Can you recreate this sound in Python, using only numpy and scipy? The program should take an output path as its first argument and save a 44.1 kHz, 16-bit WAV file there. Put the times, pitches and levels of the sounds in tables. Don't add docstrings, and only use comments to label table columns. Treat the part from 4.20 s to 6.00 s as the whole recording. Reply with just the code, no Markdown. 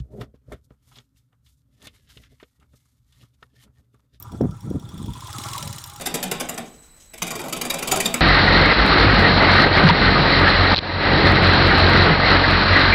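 import sys
import numpy as np
from scipy import signal
from scipy.fft import rfft, irfft
from scipy.io import wavfile
from scipy.ndimage import uniform_filter1d

SR = 44100
rng = np.random.default_rng(int(sys.argv[2]) if len(sys.argv) > 2 else 0)


def int16_out(signal):
    q = np.round(np.clip(np.atleast_2d(signal).T, -1, 1) * 32767)
    wavfile.write(sys.argv[1], SR, q.astype(np.int16))


def elevation(decibels):
    levels = np.asarray(decibels, float)
    return 10 ** (levels / 20)


N = 79380
T = np.arange(N) / SR

# (time [s], hiss before its lift [dB], exhaust thump [dB], casing ring [dB], valve tick [dB])
ENGINE_EFFORT = [(0.0, -59, -59, -53.5, -30.5), (0.094, -62.5, -42, -48.5, -36),
                 (0.194, -60, -42, -58.5, -39), (0.21, -66.5, -37, -48.5, -35),
                 (0.386, -59.5, -40, -57, -35.5), (0.65, -60.5, -35, -54.5, -38),
                 (0.826, -54.5, -47, -49.5, -35.5), (0.886, -55.5, -36, -55.5, -38),
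                 (0.916, -54, -42, -55.5, -36.5), (1.242, -41, -39, -41.5, -44),
                 (1.292, -42, -39.5, -44.5, -45.5), (1.362, -41, -43.5, -40, -41.5),
                 (1.508, -45.5, -44.5, -47, -38), (1.8, -52, -50.5, -48, -32.5)]
EFFORT_REF_DB = -46.5
# (time [s], crack [dB], thump that follows against the effort [dB])
VALVE_TICKS = [(0.0245, -45.5, -2), (0.1196, -46.5, 2), (0.2121, -45.5, 5), (0.3098, -47.5, -0.5),
               (0.406, -52.5, 1.5), (0.5006, -57, 6), (0.596, -50.5, -2.5), (0.6897, -45, -1),
               (0.7773, -51, -6), (0.859, -46.5, -0.5), (0.9343, -44, 1.5), (1.0059, -39.5, 1),
               (1.0707, -40, -1.5), (1.1291, -33, 0.5), (1.1837, -29.5, 0.5), (1.2366, -31, 3),
               (1.2855, -30.5, -0.5), (1.3329, -27, 1), (1.3794, -27.5, -2.5), (1.4264, -26.5, 6),
               (1.4751, -32.5, 0.5), (1.5279, -31, 0), (1.5828, -32, -5.5), (1.6394, -32, 2),
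               (1.697, -45, 2), (1.76, -42.5, -1.5)]

# (centre [Hz], width [Hz], first tick [dB], second tick [dB], chatter [dB],
# gain per dB of effort [dB])
HEAD_METAL = [(2127, 150, -7, -10, -23, 3), (2900, 93, -3.5, -52, 1, 1.76), (3080, 74, -2.5, -30, -42, 1.5),
              (3950, 330, 2, 0.5, 10.5, 1.9), (4920, 120, -4, -34, -6, 1.75),
              (5330, 140, 3.5, -24, -19, 1.5), (5630, 44, 4.5, -24, -8, 0.6),
              (6750, 180, -5, -30, 9.5, 1.5), (7170, 140, 2.5, -31, 5, 1.7), (8460, 190, 3, 3, -37, 1.33),
              (8770, 120, -3, -23, -32, 1), (9170, 120, -4, 4.5, -41, 1.45),
              (10000, 300, -3.5, -20, -42, 0.76), (11520, 880, 0, -7, -25, 1.36),
              (13100, 580, -5, -9, -20, 1), (14800, 290, -9, -6, -28, 1.2), (15100, 280, 3, -16, -15, 1)]
# (centre [Hz], width [Hz], first tick [dB], second tick [dB], chatter [dB])
LOOSE_COVER = [(3354, 170, 0.5, -9.5, 6), (3544, 127, -2, -4, 2)]
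# (time [s], level [dB])
COVER_SHAKING = [(0, -48), (.55, -49), (.7, -38.5), (.95, -35), (1.1, -34), (1.35, -35.5), (1.55, -40),
                 (1.8, -42)]
SECOND_TICK_AT, TICK_SCATTER_DB = 0.59, 1.5
CHATTER_DB, CHATTER_PER_S = -21.5, 630
RATTLE_RISE_S, RATTLE_DECAY_S, RATTLE_ROUGH = 0.0003, 0.0031, 0.025

# (frequency [Hz], level [dB])
CRACK_SPECTRUM = [(900, -13.5), (2100, -10), (2600, -5.5), (3250, -2.5), (3650, -7.5), (4050, -8),
                  (4600, -3.5), (5000, -2.5), (5600, 2.5), (6100, -15.5), (7100, -2.5), (10000, -10),
                  (15000, -16)]
# (centre [Hz], width [Hz], level [dB])
CRACK_TAIL = [(3370, 260, -3.5), (3920, 230, 0), (5040, 200, 3), (5643, 110, 5.5), (7000, 160, -2.5)]
CRACK_DECAY_S, TAIL_DECAY_S = 0.0038, 0.0086

# (centre [Hz], width [Hz], relative level [dB], gain per dB of effort [dB])
CASING_RESONANCES = [(580, 98, -26, 0), (824, 19.7, 7, 0.04), (974, 49, 4, -0.28), (1093, 30, 6, 0.27),
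                     (1198, 46, 5, -0.11), (1337, 52, 3, -0.1), (1470, 190, -24, 0.5)]
RING_AT, RING_AGAIN_AT, RING_AGAIN_DB = 0.28, 0.718, -10
RING_NARROW, RING_STEADY = 9, 0.45
CASING_WANDER_DB, CASING_WANDER_S, CASING_GRAIN_DB = 2.5, 0.027, 1.5
# (time [s], length [s], level before flutter [dB], pitch [Hz])
CASING_TONES = [(.315, 0.052, -54, 1320), (0.426, 0.011, -52.5, 1000), (.48, 0.029, -56, 1340),
                (0.881, 0.027, -44, 955), (0.917, 0.014, -58.5, 990), (.952, 0.021, -41.5, 985),
                (0.981, 0.0093, -43, 1020), (1.021, 0.011, -39.5, 1080), (1.05, 0.028, -44, 1042),
                (1.081, 0.01, -41, 1016), (1.098, 0.021, -49, 1210), (1.137, 0.036, -44, 1330),
                (1.196, 0.011, -40, 1100), (1.244, 0.019, -40, 1123), (1.249, 0.048, -44, 1350),
                (1.318, 0.023, -41.5, 1080), (1.345, .018, -47, 996), (1.342, 0.023, -37.5, 1120),
                (1.363, 0.034, -40, 989), (1.392, 0.0091, -42, 1175), (1.412, 0.01, -41, 1020),
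                (1.428, 0.026, -47, 560), (1.463, .016, -46, 986), (1.467, .03, -50.5, 572.4),
                (0.796, .03, -51, 1054), (1.16, 0.024, -47, 1138), (1.277, 0.03, -45, 988),
                (1.378, 0.026, -49, 581), (1.51, 0.036, -58, 569)]
RING_EDGE_S, RING_WAVER, RING_FLUTTER_DB = 0.0039, 0.03996, 2.5

PIPE_HZ, PIPE_WIDTH_HZ, PIPE_WANDER = 105.6, 61, 0.06
THUMP_AT = 0.4396

# (frequency [Hz], level per Hz [dB])
HISS_SPECTRUM = [(180, -26), (300, 1.5), (528, -15), (583, -6), (1110, -3), (1580, -5.5), (3170, -11),
                 (3940, -9), (4890, -9.5), (5580, -9.5), (5970, -8.5), (8050, -6.5), (15900, -25)]
# (frequency [Hz], level per Hz [dB])
WHIRR_SPECTRUM = [(290, 32), (500, 3), (687, 36), (987, 30), (1090, -59), (1320, 66), (2190, 39), (3430, 5),
                  (3850, 19), (5690, -20), (15900, -46)]
WHIRR_DB, HISS_LIFT_DB, HISS_PATCHY_DB = -65.5, 2, 3.2
HISS_AT, HISS_NARROW, HISS_STEADY = 0.43, 0.33, 0.84
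GRIT_PER_S, GRIT_DB = 220, -13

# (time [s], level before a 9.5 dB cut [dB], pitch [Hz], fall by 60 dB [s])
LOOSE_CHINKS = [(0.0004, -26.5, 14300, 0.027), (0.025, -26.5, 13740, 0.041), (0.2333, -46, 13600, 0.036),
                (0.828, -37, 8150, 0.034), (1.5119, -54, 8070, 0.023), (1.659, -34, 13100, 0.12)]

# (time [s], level before the lift [dB], brightness [0-1])
WIND_GUSTS = [(0.0, -57, 0.92), (0.07, -47, 0.95), (0.09, -50.5, 0), (0.14, -29.5, 0.77), (0.18, -42, 0.66),
              (0.21, -21, 0.27), (0.25, -21.5, 0.86), (0.274, -27, 0.27), (0.41, -51.5, 0.2),
              (0.446, -32, 0.1), (0.516, -24, 0.41), (0.53, -38, 0.7), (0.56, -20, 0.35),
              (0.6, -38.5, 0.42), (0.732, -37, 0.3), (0.746, -31.5, 0.1), (0.812, -30.5, 0.16),
              (0.862, -34, 0.34), (0.886, -22.5, 0), (0.946, -37.5, 0), (1.102, -54, 1), (1.182, -41, 0),
              (1.398, -48, 1), (1.418, -36, 0.04), (1.724, -67, 0.2), (1.8, -54, 1)]
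# (frequency [Hz], level [dB])
DULL_WIND = [(20, -33), (45, -6.5), (100, -1.5), (180, -2), (300, -17.5), (500, -28.5), (900, -92),
             (3000, -100)]
# (frequency [Hz], level [dB])
BRIGHT_WIND = [(20, -15), (60, -6), (140, -3), (250, -4), (450, -12.5), (750, -17.5), (1300, -39),
               (2200, -45), (5000, -100)]
GUST_LIFT_DB, LUMPY_DB, LUMP_S = -2.5, 2, 0.0062
# (time [s], level before centring on zero [dB], pitch [Hz])
WIND_SLAPS = [(0.138, -24.5, 253), (0.147, -25.5, 206), (0.2097, -10, 294), (0.2107, -26, 1100),
              (0.2119, -9, 434), (0.2175, -8.5, 207), (0.2234, -15.5, 255), (0.2277, -11.5, 227),
              (0.2391, -18.5, 256), (0.2436, -13, 210), (.248, -15, 332), (0.2555, -27.5, 880),
              (0.2555, -12.5, 238), (0.2953, -17, 115), (0.453, -37, 198), (0.463, -24, 178),
              (0.472, -25, 295), (0.482, -24, 150), (0.507, -23, 250), (0.5128, -13.5, 292),
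              (0.524, -25, 181), (0.545, -23, 169), (0.549, -19, 303), (0.5563, -15, 226),
              (0.571, -18.5, 118), (0.58, -26.5, 202), (0.755, -27.5, 175), (0.802, -23.5, 200),
              (0.819, -21, 221), (0.846, -17, 153), (0.8817, -21, 220), (0.916, -25, 109),
              (1.189, -25.5, 222), (1.421, -31.5, 168), (1.461, -27, 130), (1.475, -25.5, 147),
              (1.502, -22.5, 130), (1.511, -26, 110), (1.564, -30.5, 128)]
SLAP_CYCLES, SLAP_ROUND = 0.51, 1.55

# (frequency [Hz], level [dB])
TYRE_RUMBLE = [(15, -12), (30, 5), (60, 2), (100, 8), (160, 3), (400, -92)]
TYRE_DB = -47

MIC_LOW_HZ = 40.7


def evened(x):
    return x / np.sqrt(np.mean(x ** 2) + 1e-20)


def curve(table, column):
    rows = np.array(table)
    return np.interp(T, rows[:, 0], rows[:, column])


def coloured(x, points):
    hz, db = np.transpose(points)
    gain_db = np.interp(np.log(np.fft.rfftfreq(N, 1 / SR) + 1), np.log(hz + 1), db)
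    return evened(irfft(rfft(x) * elevation(gain_db), N))


def resonate(x, hz, width_hz):
    turn = np.exp(2j * np.pi * np.cumsum(hz * np.ones(N)) / SR)
    r = np.exp(-np.pi * width_hz / SR)
    return 2 * (turn * signal.lfilter([1 - r], [1, -r], x / turn)).real


def drift(seconds):
    span = int(seconds * SR) + 1
    return evened(uniform_filter1d(uniform_filter1d(rng.standard_normal(N), span), span))


def sparse_taps(per_s):
    return (rng.random(N) < per_s / SR) * rng.standard_normal(N)


def engine_phase():
    s = np.array(VALVE_TICKS)[:, 0]
    s = np.concatenate([[2 * s[0] - s[1]], s, [2 * s[-1] - s[-2]]])
    return np.interp(T, s, np.arange(len(s)))


def effort_above_reference():
    return curve(ENGINE_EFFORT, column=1) - EFFORT_REF_DB


def beats(phase, place, scatter_db):
    turn = np.floor(phase - place)
    size = elevation(scatter_db * rng.standard_normal(40))[(turn - turn[0]).astype(int)]
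    return np.diff(turn, prepend=turn[0]) * size


def puff(phase, place, narrow, steady):
    return evened(steady + np.exp(narrow * (np.cos(2 * np.pi * (phase - place)) - 1)))


def valve_rattle(phase, place):
    rise = np.exp(-1 / (RATTLE_RISE_S * SR))
    fade = np.exp(-1 / (RATTLE_DECAY_S * SR))
    clicks = beats(phase, place, TICK_SCATTER_DB)
    return signal.lfilter([1 - rise], np.convolve([1, -rise], [1, -fade]), clicks)


def valves(phase):
    effort_db, tick_db = effort_above_reference(), curve(ENGINE_EFFORT, column=4)
    shaken_db = curve(COVER_SHAKING, column=1)
    parts = [(*row[:-1], tick_db + row[-1] * effort_db) for row in HEAD_METAL]
    parts += [(*row, shaken_db) for row in LOOSE_COVER]
    first, second = valve_rattle(phase, 0), valve_rattle(phase, SECOND_TICK_AT)
    out = np.zeros(N)
    for hz, width_hz, first_db, second_db, chatter_db, level_db in parts:
        rough_hz = hz * (1 + RATTLE_ROUGH * drift(0.0004))
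        buzz = np.cos(2 * np.pi * np.cumsum(rough_hz) / SR)
        ticks = (elevation(first_db) * first + elevation(second_db) * second) * buzz
        chatter = sparse_taps(CHATTER_PER_S) * SR / (2 * np.pi * width_hz)
        drive = ticks + elevation(CHATTER_DB + chatter_db) * chatter
        out += elevation(level_db) * resonate(drive, hz, width_hz)
    return out


def tick_fades(decay_s):
    return sum((T >= s) * elevation(db) * np.exp(-np.maximum(T - s, 0) / decay_s) for s, db, _ in VALVE_TICKS)


def cracks():
    crack = tick_fades(CRACK_DECAY_S) * coloured(rng.standard_normal(N), CRACK_SPECTRUM)
    tail = tick_fades(TAIL_DECAY_S)
    ring = sum(elevation(db) * resonate(tail * rng.standard_normal(N), hz, width_hz)
               for hz, width_hz, db in CRACK_TAIL)
    return crack + ring


def casing(phase):
    push = puff(phase, RING_AT, RING_NARROW, RING_STEADY)
    push = push + elevation(RING_AGAIN_DB) * puff(phase, RING_AGAIN_AT, RING_NARROW, 0)
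    shake = push * rng.standard_normal(N) * elevation(CASING_GRAIN_DB * drift(0.0048))
    effort_db = effort_above_reference()
    out = np.zeros(N)
    for hz, width_hz, db, slope in CASING_RESONANCES:
        level_db = db + slope * effort_db + CASING_WANDER_DB * drift(CASING_WANDER_S)
        out += elevation(level_db) * resonate(resonate(shake, hz, width_hz), hz, 3 * width_hz)
    return elevation(curve(ENGINE_EFFORT, column=3)) * evened(out)


def casing_rings():
    out = np.zeros(N)
    for s, length, db, hz in CASING_TONES:
        edge = np.clip((T - s) / RING_EDGE_S, 0, 1)
        shape = edge * np.exp(-np.maximum(T - s - length / 2, 0) / (length / 2))
        tone = np.cos(2 * np.pi * np.cumsum(hz * (1 + RING_WAVER * drift(0.00306))) / SR)
        out += elevation(db + RING_FLUTTER_DB * drift(0.0031)) * shape * tone * 2
    return out


def exhaust(phase):
    hz = PIPE_HZ * (1 + PIPE_WANDER * drift(0.056))
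    pulse = beats(phase, THUMP_AT, 0)
    for _ in range(3):
        pulse = resonate(pulse, hz, PIPE_WIDTH_HZ)
    cycle = np.clip(phase - THUMP_AT, 0, None).astype(int)
    thump_db = np.array([0, *np.array(VALVE_TICKS)[:, 2], 0])
    strength = uniform_filter1d(elevation(thump_db)[cycle], size=200)
    return elevation(curve(ENGINE_EFFORT, column=2)) * strength * evened(pulse)


def hiss(phase):
    noise = rng.standard_normal(N) + elevation(GRIT_DB) * evened(sparse_taps(GRIT_PER_S))
    z = signal.stft(noise, nperseg=256, noverlap=192)[2]
    patches = uniform_filter1d(rng.standard_normal(z.shape), size=3, axis=0)
    patches = evened(uniform_filter1d(patches, size=12, axis=1))
    patchy = signal.istft(z * elevation(HISS_PATCHY_DB * patches), nperseg=256, noverlap=192)[1][:N]
    gas = coloured(patchy, HISS_SPECTRUM) * puff(phase, HISS_AT, HISS_NARROW, HISS_STEADY)
    whirr = coloured(patchy[::-1], WHIRR_SPECTRUM)
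    return elevation(curve(ENGINE_EFFORT, column=1) + HISS_LIFT_DB) * gas + elevation(WHIRR_DB) * whirr


def chinks():
    out = np.zeros(N)
    for s, db, hz, t60 in LOOSE_CHINKS:
        fade = (T >= s) * elevation(db - 9.5 - 60 * np.maximum(T - s, 0) / t60)
        out += fade * evened(resonate(resonate(rng.standard_normal(N), hz, 1500.0), hz, 1500.0))
    return out


def wind_gusts():
    air = rng.standard_normal(N) * elevation(LUMPY_DB * drift(LUMP_S))
    bright = np.clip(curve(WIND_GUSTS, column=2), 0, 1)
    blend = (1 - bright) * coloured(air, DULL_WIND) + bright * coloured(air, BRIGHT_WIND)
    return blend * elevation(curve(WIND_GUSTS, column=1) + GUST_LIFT_DB)


def wind_slaps():
    out = np.zeros(N)
    for s, db, hz in WIND_SLAPS:
        cycles = (T - s) * hz
        shape = np.exp(-abs(cycles / SLAP_CYCLES) ** SLAP_ROUND)
        wave = np.cos(2 * np.pi * cycles)
        out -= elevation(db) * shape * (wave - (shape * wave).sum() / shape.sum())
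    return out


def tyre_rumble():
    return elevation(TYRE_DB) * coloured(rng.standard_normal(N), TYRE_RUMBLE)


def scene():
    phase = engine_phase()
    engine = valves(phase) + cracks() + casing(phase) + casing_rings() + exhaust(phase) + hiss(phase)
    return (engine + chinks() + wind_gusts() + wind_slaps() + tyre_rumble())[None]


def top_cut(x):
    return signal.sosfilt(signal.butter(12, 17080, fs=SR, output="sos"), x)


def record(dry):
    high_pass = signal.butter(2, MIC_LOW_HZ, "high", fs=SR, output="sos")
    mix = signal.sosfilt(high_pass, dry)
    return top_cut(mix)


dry = scene()
out = record(dry)
int16_out(out)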